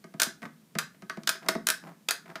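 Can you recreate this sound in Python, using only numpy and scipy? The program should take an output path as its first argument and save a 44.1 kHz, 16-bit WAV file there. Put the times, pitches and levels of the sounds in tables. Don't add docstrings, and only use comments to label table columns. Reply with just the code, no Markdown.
import sys
import numpy as np
from scipy import signal
from scipy.fft import rfft, irfft
from scipy.io import wavfile
from scipy.ndimage import uniform_filter1d

SR = 44100
rng = np.random.default_rng(int(sys.argv[2]) if len(sys.argv) > 2 else 0)


def put_to_file(sound):
    columns = np.atleast_2d(sound).T
    safe = np.clip(columns, -1, 1)
    whole_steps = np.round(safe * 32767)
    wavfile.write(sys.argv[1], SR, whole_steps.astype(np.int16))


N = 105840
T = np.arange(SR // 3) / SR
SAMPLES_PER_MS = SR / 1000


def amp(db):
    return 10 ** (np.asarray(db) / 20)


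def curve_at(points, hz):
    f, value = np.transpose(points)
    return np.interp(np.log(hz + 1), np.log(f + 1), value)


def add(mix, start_s, sound):
    part = mix[max(round(start_s * SR), 0):][:len(sound)]
    part += sound[:len(part)]


def normalise(x):
    return x * np.sqrt(SAMPLES_PER_MS / (np.sum(x ** 2) + 1e-20))


def decay(t, t60):
    return np.exp(-np.log(1000) * t / np.maximum(t60, 1e-4))


def eq(x, points, size=4096):
    gain = amp(curve_at(points, np.fft.rfftfreq(size, 1 / SR)))
    cepstrum = irfft(np.log(gain))
    cepstrum[1:size // 2] *= 2
    cepstrum[size // 2 + 1:] = 0
    impulse = irfft(np.exp(rfft(cepstrum)))
    return signal.fftconvolve(x, impulse)[:len(x)]


def burst(colour, attack_s, t60, passes=3, hold_s=0):
    envelope = np.minimum(T / attack_s, 1) * decay(np.maximum(T - attack_s - hold_s, 0), t60)
    x = rng.standard_normal(len(T)) * envelope
    for _ in range(passes):
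        spectrum = rfft(x)
        flat = irfft(spectrum / (abs(spectrum) + 1e-12), len(T))
        x = flat * np.sqrt(envelope)
    return normalise(eq(x, colour))


def ring(modes, t60=None, detune=0.007, attack_s=0.002):
    tone = np.zeros(len(T))
    for hz, db, *own_t60 in modes:
        envelope = amp(db + 2 * rng.standard_normal()) * decay(T, own_t60[0] if own_t60 else t60)
        pitch = hz * (1 + detune * rng.standard_normal())
        tone += envelope * np.sin(2 * np.pi * (pitch * T + rng.random()))
    onset = np.sin(np.pi / 2 * np.minimum(T / attack_s, 1)) ** 2
    return normalise(onset * tone)


# f/Hz, level/dB
CRACK_EQ = [(100, -33), (300, -10.5), (700, -11.5), (1300, -4), (2100, -5.5), (3000, 1.5), (5500, 3.5),
            (7500, -3.5), (11000, -8.5), (15000, -19.5)]
# f/Hz, level/dB
RIM_EQ = [(500, -34), (1100, -1.5), (2150, 2), (2800, -8), (15000, -33)]
# f/Hz, level/dB
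LID_MODES = [(1150, -3.5), (1250, 2), (1535, -1.5), (1680, -6.5), (1920, -3.5), (2140, -5.5)]
# f/Hz, level/dB
CLACK_EQ = [(100, -11), (270, -3.5), (680, -7), (1100, -12), (8000, -68)]
# f/Hz, level/dB, t60/s
WALL_MODES = [(368, -4, 0.044), (659.7, -4.5, 0.072)]
# f/Hz, level/dB, t60/s
THUD_MODES = [(160.3, -11.5, 0.13), (206.8, 7, 0.032), (251, -1, 0.027), (370, -11.5, 0.05)]
# t/s, thud/dB, clack/dB, rim/dB, tick/dB
KNOCK_CUES = [(0.041, -43.5, -47, -49, -50.5), (.139, -39.5, -45.5, -50.5, -57), (.263, -37, -40, -52, -63),
              (.419, -51, -48.5, -45, -55), (.428, -41, -44, -41, -54), (0.4535, -38, -51, -42, -52.5),
              (0.7518, -29.5, -34, -35.5, -49.5), (1.0212, -41.5, -48.5, -47.5, -53),
              (1.098, -46.5, -47.5, -31.5, -60), (1.171, -35.5, -38.5, -46, -52),
              (1.2335, -47, -74, -52, -45), (1.4626, -46.5, -39.5, -44.5, -53),
              (1.487, -37, -27, -26.5, -22), (1.551, -28, -28.5, -37.5, -44.5),
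              (2.356, -55, -39, -41.5, -73)]
SHARP_ATTACK_S, SOFT_ATTACK_S, RIM_T60_S = 0.00065, 0.0056, 0.058


def can_knocks():
    out = np.zeros(N)
    for t, thud_db, clack_db, rim_db, tick_db in KNOCK_CUES:
        tick = amp(4) * burst(CRACK_EQ, SHARP_ATTACK_S, t60=0.032)
        rim = amp(5) * burst(RIM_EQ, SHARP_ATTACK_S, RIM_T60_S)
        lid = amp(4.5) * ring(LID_MODES, t60=0.09)
        clack = amp(4) * burst(CLACK_EQ, SOFT_ATTACK_S, t60=0.059)
        wall = amp(5.5) * ring(WALL_MODES, attack_s=SOFT_ATTACK_S)
        thud = amp(8) * ring(THUD_MODES, detune=0.04, attack_s=0.005)
        add(out, t, amp(tick_db) * tick + amp(rim_db) * (rim + lid) + amp(clack_db) * (clack + wall))
        add(out, t + 0.00738, amp(thud_db) * thud)
    return out


# f/Hz, level/dB
RATTLE_EQ = [(100, -18), (300, -4.5), (700, -4.5), (1100, 3), (1600, 9), (2200, 1.5), (3500, 3.5),
             (15000, -7.5)]
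# f/Hz, level/dB, t60/s
STEEL_MODES = [(658.6, -9, 0.076), (1260, -4, 0.07), (1430, -3.5, 0.055), (1533, -1.5, 0.06),
               (1674, -3.5, 0.066), (1810, -2, .05), (2556, -2, 0.037)]
# t/s, level/dB, body EQ/dB, treble EQ/dB, rattle/dB
SNAP_CUES = [(0.199, -16, 0, 3.5, 0.5), (.218, -9.5, -1.5, 3, -1.5), (0.2321, -12.5, -6.5, 5.5, -4.5),
             (0.7863, -16.5, 1.5, 1, 2), (1.097, -28.5, 1, -3, -16), (1.2738, -14, -1, -2.5, 2),
             (1.2916, -13, 0.5, 4, -1), (1.486, -15.5, -0.5, 0.5, 2.5), (1.6696, -12.5, -1.5, 7.5, -7),
             (1.687, -14, 2, 5, -2.5), (1.7016, -13.5, 0, 7.5, -5.5), (2.087, -13, -3, -3.5, -0.5),
             (2.1082, -14.5, -1, 2, 1.5), (2.3557, -37.5, 5.5, -8.5, 9.5)]


def pawl_snaps(skid_s=0.003, crack_t60=0.0046):
    out = np.zeros(N)
    for t, db, body_db, treble_db, rattle_db in SNAP_CUES:
        crack = burst(CRACK_EQ, SHARP_ATTACK_S, crack_t60, passes=1, hold_s=0.0009)
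        rattle = amp(rattle_db + 1) * burst(RATTLE_EQ, attack_s=0.00044, t60=0.062)
        steel = amp(-4.5) * ring(STEEL_MODES, detune=0.02)
        colour = [(1700, body_db), (3200, 0.005), (5500, 0.0039), (9000, treble_db)]
        add(out, t, amp(db - 3.5) * eq(crack + rattle + steel, colour))
        skid = burst(RATTLE_EQ, skid_s, crack_t60)
        add(out, t - skid_s, amp(db - 16) * skid)
    return out


# f/Hz, level/dB
GRIND_EQ = [(100, -9), (300, -10), (640, 3), (1300, -3), (2000, -9), (2800, -19), (15000, -35)]
# f/Hz, level/dB
RUMBLE_EQ = [(50, -41), (105, -38.5), (155, 6), (230, -3), (330, -5), (900, -39)]
# t/s, length/s, grind/dB, rumble/dB
CUT_CUES = [(0.414, 0.056, -47, -45.5), (1.411, 0.078, -49.5, -50), (1.821, 0.11, -50, -49),
            (2.26, 0.076, -50.5, -50.5)]


def cutter_grind(slips_per_s=450, slip_spread_db=3.2):
    out = np.zeros(N)
    for t, length_s, grind_db, rumble_db in CUT_CUES:
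        arch = np.sin(np.pi * np.minimum(T / length_s, 1))
        stroke = np.sqrt(np.maximum(arch, 0))
        slips = rng.standard_normal(len(T)) * (rng.random(len(T)) < slips_per_s / SR)
        slips *= amp(slip_spread_db * rng.exponential(1, len(T)))
        grind = normalise(eq(slips * stroke, GRIND_EQ))
        rumble = normalise(eq(rng.standard_normal(len(T)) * stroke, RUMBLE_EQ))
        length_gain = np.sqrt(length_s * 1000 / 2)
        add(out, t, length_gain * (amp(grind_db) * grind + amp(rumble_db) * rumble))
    return out


# t/s, level/dB
CATCH_CUES = [(.942, -52.5), (1.35, -39), (1.425, -42), (1.834, -47), (1.867, -48), (1.927, -59),
              (2.254, -44.5), (2.275, -46.5), (2.296, -41)]


def wheel_catches():
    out = np.zeros(N)
    for t, db in CATCH_CUES:
        rim = burst(RIM_EQ, SOFT_ATTACK_S, RIM_T60_S)
        wall = ring(WALL_MODES, attack_s=SOFT_ATTACK_S)
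        add(out, t, amp(db) * (rim + wall))
    return out


# f/Hz, level/dB
HANDLE_MODES = [(890, -10), (1160, -1.5), (2100, -0.5), (3750, -2), (4400, -1), (5220, -1), (6100, -8)]


def handle_clank(start_s=1.4855):
    out = np.zeros(N)
    add(out, start_s, amp(-15.5) * ring(HANDLE_MODES, t60=0.024))
    return out


# f/Hz, t60/s, level/dB
REVERB_BANDS = [(201, 0.57, -5), (480, 0.18, -2), (661, 0.2, -3.5), (1150, 0.25, -3.5), (1730, .29, -3),
                (2410, 0.22, -6.5), (4920, 0.25, -6), (15000, 0.17, -9)]


def kitchen_reverb(send, predelay_s=0.0015, attack_s=0.0014, drift_s=0.11, tails=3, size=256):
    out, bands = np.zeros(N), np.array(REVERB_BANDS)
    for k in range(tails):
        hz, t, spectra = signal.stft(rng.standard_normal(SR // 2), SR, nperseg=size)
        t60, gain = curve_at(bands[:, [0, 1]], hz), amp(curve_at(bands[:, [0, 2]], hz))
        spectra = spectra * decay(t, t60[:, None])
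        band_energy = uniform_filter1d(np.sum(abs(spectra) ** 2, axis=1), 3)
        spectra *= (gain / np.sqrt(band_energy))[:, None]
        tail = signal.istft(spectra, SR, nperseg=size)[1] * np.sqrt(3) / size
        tail *= np.clip((np.arange(len(tail)) / SR - predelay_s) / attack_s, 0, 1)
        crossfade = np.sqrt(2 / tails) * np.cos(np.pi * (np.arange(N) / SR / drift_s - k / tails))
        out += signal.fftconvolve(send * crossfade, tail)[:N]
    return out


# f/Hz, level/dB
HUSH_EQ = [(25, -28.5), (85, -6), (150, -0.5), (215, 3), (340, -11), (800, -19), (2500, -23),
           (15000, -27.5)]


def room_tone(rms_db=-60):
    bed = eq(rng.standard_normal(N), HUSH_EQ)
    return amp(rms_db) * bed / bed.std()


def scene():
    snaps = pawl_snaps()
    tin = can_knocks() + cutter_grind() + wheel_catches()
    clank = handle_clank()
    reverb = kitchen_reverb(snaps + amp(-1) * tin + amp(-6.5) * clank)
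    return (snaps + tin + clank + reverb + room_tone())[None]


# f/Hz, level/dB
LOW_SHELF = [(25, -12), (105, -13), (150, 0)]


def record(dry):
    thinned = eq(dry[0], LOW_SHELF)
    high_cut = signal.firwin(255, cutoff=15500, window=("kaiser", 8), fs=SR)
    return signal.oaconvolve(thinned, high_cut, "same")[None]


dry = scene()
out = record(dry)
put_to_file(out)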